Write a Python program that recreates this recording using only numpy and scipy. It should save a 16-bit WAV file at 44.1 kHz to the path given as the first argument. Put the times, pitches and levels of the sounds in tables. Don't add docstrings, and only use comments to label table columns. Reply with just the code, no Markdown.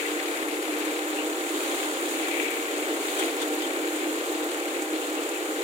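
import sys
import numpy as np
from scipy import signal
from scipy.fft import rfft, irfft
from scipy.io import wavfile

SR = 44100
rng = np.random.default_rng(int(sys.argv[2]) if len(sys.argv) > 2 else 0)


def transcribe(u):
    v = np.clip(np.atleast_2d(u).T, -1, 1)
    q = np.round(v * 32767).astype(np.int16)
    wavfile.write(sys.argv[1], SR, q)


N = 248283
TIME_S = np.arange(N) / SR
BINS_HZ = np.fft.rfftfreq(N, 1 / SR)


def gain_of(db):
    return 10 ** (np.asarray(db) / 20)


def unit_rms(x):
    return x / np.sqrt(np.mean(x ** 2) + 1e-20)


def curve(rows):
    return np.interp(TIME_S, *np.transpose(rows))


def spectrum(rows):
    hz, *columns = np.transpose(rows)
    return np.array([np.interp(np.log(BINS_HZ + 1), np.log(hz + 1), c) for c in columns])


def swell(peak_s, half_width_s):
    return np.exp(-2 * ((TIME_S - peak_s) / half_width_s) ** 2)


def drift(cutoff_hz):
    return unit_rms(irfft(rfft(rng.standard_normal(N)) / (1 + (BINS_HZ / cutoff_hz) ** 4), N))


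def band_noise(hz, width_hz, size=N):
    offset = (np.fft.rfftfreq(size, 1 / SR) - hz) / width_hz
    return unit_rms(irfft(rfft(rng.standard_normal((2, size))) / (1 + offset ** 2) ** 3, size))


def crackle(near_share, per_s, spread_db):
    strength = gain_of(spread_db * np.minimum(rng.exponential(1, (2, N)), 4))
    polarity = rng.choice([-1, 1], (2, N))
    hits = rng.random((2, N)) < per_s / SR
    near = unit_rms(strength * polarity * hits)
    far = rng.standard_normal((2, N))
    return np.sqrt(near_share) * near + np.sqrt(1 - near_share) * far


def beat(turns, depth, decay_turns):
    blow = np.exp(-(turns % 1) / decay_turns) * gain_of(7.1 * drift(30))
    return unit_rms(np.sqrt(1 + depth * blow))


# (frequency [Hz], coherence [0-1])
COHERENCE = [(100, 0.99), (320, 0.96), (600, 0.97), (850, 1), (1100, 0.56), (1500, 0.64), (2200, 0.58),
             (3200, 0.42), (4300, 0.26), (6000, 0.18), (12000, 0.05)]


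def radiate(drive, colour, lag_ms):
    common, separate = rfft(drive)
    coherence = np.clip(spectrum(COHERENCE)[0], 0, 1)
    left = common * np.exp(-2j * np.pi * BINS_HZ * lag_ms / 1000)
    right = coherence * common + np.sqrt(1 - coherence ** 2) * separate
    pair = irfft(np.array([left, right]) * gain_of(spectrum(colour)), N)
    return pair / np.std(pair.mean(0))


# (time [s], speed [turns/s])
ENGINE_SPEED = [(0, 33.45), (.5, 33.72), (1.4, 34.36), (2.45, 33.28), (3, 33.61), (3.5, 33.77), (5, 34.66),
                (5.63, 34.84)]
# (order [x engine speed], base level [dB])
ENGINE_ORDERS = [(8, -48.5), (9, -40.5), (10, -40.3), (11, -54), (11.5, -50.5), (13, -47.5), (14, -44),
                 (15, -52), (16, -52), (23, -48), (24, -61), (26, -63)]
# (time [s], level offset [dB])
HUM_CONTOUR = [(0, -3), (2, -1), (3.2, -0.9), (3.8, 1), (5.1, -1.5)]
# (frequency [Hz], width [Hz], lift [dB])
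PANEL_MODES = [(307.6, 8.3, 4.5), (467.7, 4.2, 5.5)]


def engine(turns, waver_db=2.0, jitter_rad=0.28, flutter_rad=0.00051):
    hum = np.zeros((2, N))
    lag_turns = np.array([[.0062], [0]])
    speed_hz = curve(ENGINE_SPEED)
    for order, db in ENGINE_ORDERS:
        unsteady_rad = jitter_rad * drift(7.7) + flutter_rad * order ** 2 * drift(22)
        phase_rad = 2 * np.pi * (order * (turns - lag_turns) + rng.random()) + unsteady_rad
        boom_db = sum(lift_db / (1 + (2 * (order * speed_hz - hz) / width_hz) ** 2)
                      for hz, width_hz, lift_db in PANEL_MODES)
        level_db = curve(HUM_CONTOUR) + db + boom_db + waver_db * drift(3.2)
        hum += np.sqrt(2) * gain_of(level_db) * np.sin(phase_rad)
    return gain_of([[-.8], [0]]) * hum


# (time [s], swell [dB], half-width [s])
FEED_WADS = [(.09, 0.8, 0.18), (0.577, -1.2, 0.13), (0.836, 1.5, .1), (1.3, 0.5, 0.24), (1.742, 1.6, 0.32),
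             (3.224, 4.3, 0.061), (3.427, 5, 0.019), (3.694, 0.5, 0.2)]


def working_db(base_db, db_per_sag_hz, wad_scale, usual_speed_hz=34):
    sag_hz = usual_speed_hz - curve(ENGINE_SPEED)
    wads_db = sum(db * swell(s, half_width_s) for s, db, half_width_s in FEED_WADS)
    return base_db + db_per_sag_hz * sag_hz + wad_scale * wads_db


# (frequency [Hz], left [relative dB], right [relative dB])
FAN_COLOUR = [(138, -61, -62), (209, -42, -38), (263, -15.5, -14.5), (271, -8.5, -11), (322, 0, 2),
              (353, -3.5, -2), (430, -2.5, -4), (547, -9.5, -7), (740, -13.5, -11), (800, -9.5, -9),
              (815, -14, -13.5), (1190, -24, -20.5), (2010, -79, -60)]


def fan(turns, rise_s=0.26, rise_db=5):
    air = rng.standard_normal((2, N)) * beat(turns, depth=.4, decay_turns=0.062)
    onset_db = rise_db * np.minimum(TIME_S / rise_s - 1, 0)
    level_db = working_db(-33, db_per_sag_hz=0.63, wad_scale=0.74) + onset_db
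    return radiate(air, FAN_COLOUR, lag_ms=0.12) * gain_of(level_db + .5 * drift(5.3))


# (frequency [Hz], left [relative dB], right [relative dB])
CASING_COLOUR = [(500, -56, -47), (880, -2, -16.5), (1070, 0, -4.5), (1400, 1.5, -1.5), (1790, 0, -3.5),
                 (2140, -0.5, -13.5), (2980, -55, -17), (6000, -67, -54)]
STALK_COLOUR = [(1200, -40, -57), (1880, -2.5, -16), (2320, -11.5, -3), (2700, 0, -6), (3500, -1, -9),
                (4210, -3.5, -12), (5020, -10.5, -17), (6050, -21, -12.5), (9000, -45, -27)]


def drum(turns):
    clatter = crackle(0.09, per_s=900, spread_db=0) * beat(turns, depth=1.9, decay_turns=0.038)
    rattle = crackle(0.24, per_s=1800, spread_db=2.5) * beat(turns, depth=1, decay_turns=0.09)
    casing_db = working_db(-43, db_per_sag_hz=.8, wad_scale=1.04) + 0.16 * drift(32)
    stalks_db = working_db(-42.5, db_per_sag_hz=0.98, wad_scale=0.78) + 1.15 * drift(19)
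    casing = radiate(clatter, CASING_COLOUR, lag_ms=0.29) * gain_of(casing_db)
    stalks = radiate(rattle, STALK_COLOUR, lag_ms=0.328) * gain_of(stalks_db + 0.12 * scrape_db())
    return casing + stalks


# (frequency [Hz], left [relative dB], right [relative dB])
GRAIN_COLOUR = [(2500, -49, -38), (4930, -15, -16), (6020, -14.5, -14), (6680, -7, 0), (7300, -7, 2),
                (8350, -7, -4), (9600, -9, -7), (10500, -6, -12), (12000, -10, -7.5), (13600, -12.5, -18),
                (14900, -20, -4.5), (15600, -21, -12)]


def grain(turns, scoop_s=0.57, scoop_pan_db=7.0):
    impacts = crackle(0.14, per_s=3000, spread_db=4) * beat(turns, depth=.5, decay_turns=0.18)
    level_db = working_db(-42.1, db_per_sag_hz=1, wad_scale=0.22) + 0.74 * drift(27)
    stream = radiate(impacts, GRAIN_COLOUR, lag_ms=0.334) * gain_of(level_db)
    pan_db = -1.1 + scoop_pan_db * swell(scoop_s, half_width_s=0.49)
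    return stream * gain_of(pan_db * [[.5], [-.5]])


# (start [s], hold [s], swell [dB])
SIEVE_SCRAPES = [(-.2, .9, 1), (2.14, 0.21, 7.0)]


def scrape_db(rise_s=0.16, fall_s=.09):
    return sum(db * np.interp(TIME_S, np.cumsum([s, rise_s, hold_s, fall_s]), [0, 1, 1, 0])
               for s, hold_s, db in SIEVE_SCRAPES)


# (frequency [Hz], left [relative dB], right [relative dB])
STRAW_COLOUR = [(1010, -48, -54), (1720, -8.5, -49), (2040, -2.5, -2), (2270, 3, -41), (2570, -0.5, -18),
                (2900, -9, -38), (3600, -11.5, -43), (6000, -50, -57)]
# (time [s], base level [dB], half-width [s], centre [Hz])
STRAW_RUSHES = [(0.058, -31, .015, 2210), (.2, -31, .013, 2140), (0.369, -32, 0.016, 2060),
                (1.2, -33.5, 0.042, 2730), (3.207, -35, 0.047, 3300), (3.426, -35, 0.022, 3500),
                (3.645, -35.5, 0.018, 3300), (5.03, -41, .025, 2900), (5.185, -33, 0.014, 2700),
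                (5.352, -34.5, 0.031, 2620)]


def straw(turns):
    friction = crackle(0.073, per_s=1200, spread_db=-1) * beat(turns, depth=1.8, decay_turns=0.15)
    level_db = working_db(-44, db_per_sag_hz=2.5, wad_scale=0.5) + scrape_db() + 0.92 * drift(6.8)
    rasp = radiate(friction, STRAW_COLOUR, lag_ms=.25) * gain_of(level_db)
    bursts = sum(band_noise(hz, width_hz=600) * gain_of(db) * swell(s, half_width_s)
                 for s, db, half_width_s, hz in STRAW_RUSHES)
    return rasp + bursts * gain_of([[2], [-13]])


# (frequency [Hz], left [relative dB], right [relative dB])
RUMBLE_COLOUR = [(20, 4, 2), (100, -16, -12), (200, -5, -3), (400, -20, -20)]


def rumble(level_db=-86):
    return gain_of(level_db) * radiate(rng.standard_normal((2, N)), RUMBLE_COLOUR, lag_ms=.12)


# (frequency [Hz], left [relative dB], right [relative dB])
SLIDE_COLOUR = [(2500, -50, -46), (5000, -32, -19), (5960, -10, -5), (6940, -21, 3), (7160, -9, 5),
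                (8200, -11, -4), (9200, 2.5, -5), (10500, -15, -4), (12500, -18, -11), (14300, -20, -8),
                (15300, -18, -6)]
# (time [s], level [dB], half-width [s])
HAND_SLIDES = [(1.73, -40.5, 0.42), (2.14, -42, 0.23), (2.354, -51, 0.14), (3.138, -39.5, 0.25),
               (3.9, -60, 0.48)]


def handful(trickle_db=-50):
    slide_power = sum((gain_of(db) * swell(s, half_width_s)) ** 2 for s, db, half_width_s in HAND_SLIDES)
    clicks = radiate(crackle(0.42, per_s=2500, spread_db=7.5), SLIDE_COLOUR, lag_ms=0.292)
    husks = band_noise(3470, width_hz=1900) * gain_of([[1], [-5]])
    return (clicks + husks) * np.sqrt(gain_of(trickle_db) ** 2 + slide_power)


# (time [s], base level [dB], ring [Hz], t60 [s])
KERNEL_STRIKES = [(.783, -33, 12500, .05), (2.086, -29, 7400, .05), (2.335, -34, 12500, .03),
                  (2.505, -29, 12300, .03), (2.776, -29.5, 7700, .04), (3.189, -25, 8250, .07),
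                  (3.222, -32, 7500, 0.037), (3.417, -25.5, 8200, 0.043), (3.548, -32, 12800, 0.043),
                  (3.958, -29, 8600, 0.036), (4.32, -34, 12300, .03), (4.443, -31, 12200, .025),
                  (4.51, -30, 8500, 0.043), (4.821, -29, 7340, .035), (4.98, -32, 7200, .015),
                  (5.291, -22, 7700, 0.014)]


def kernels(snap=0.45, snap_s=0.0014, bounce=0.42, bounce_s=0.0042, rise_s=0.00049):
    ticks = np.zeros((2, N + SR))
    t = np.arange(4096) / SR
    attack = 1 - np.exp(-t / rise_s)
    for s, db, hz, t60_s in KERNEL_STRIKES:
        ring = gain_of(-60 * t / t60_s)
        rebound = bounce * (t > bounce_s) * gain_of(-60 * abs(t - bounce_s) / t60_s)
        envelope = attack * (ring + rebound + snap * np.exp(-t / snap_s))
        noise = band_noise(hz, width_hz=3600, size=len(t))
        start = round(s * SR)
        ticks[:, start:start + len(t)] += gain_of(db) * noise * envelope
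    return ticks[:, :N] * gain_of([[-9], [-3]])


def scene(belt_ratio=1.047):
    engine_turns = np.cumsum(curve(ENGINE_SPEED)) / SR
    drum_turns = belt_ratio * engine_turns
    background = rumble()
    thresher = fan(drum_turns) + drum(drum_turns) + grain(drum_turns) + straw(drum_turns)
    return engine(engine_turns) + thresher + background + handful() + kernels()


def record(dry, cutoff_hz=15900):
    taps = signal.firwin(801, cutoff_hz, window=("kaiser", 9), fs=SR)
    return signal.oaconvolve(dry, taps[None], "same")


dry = scene()
out = record(dry)
transcribe(out)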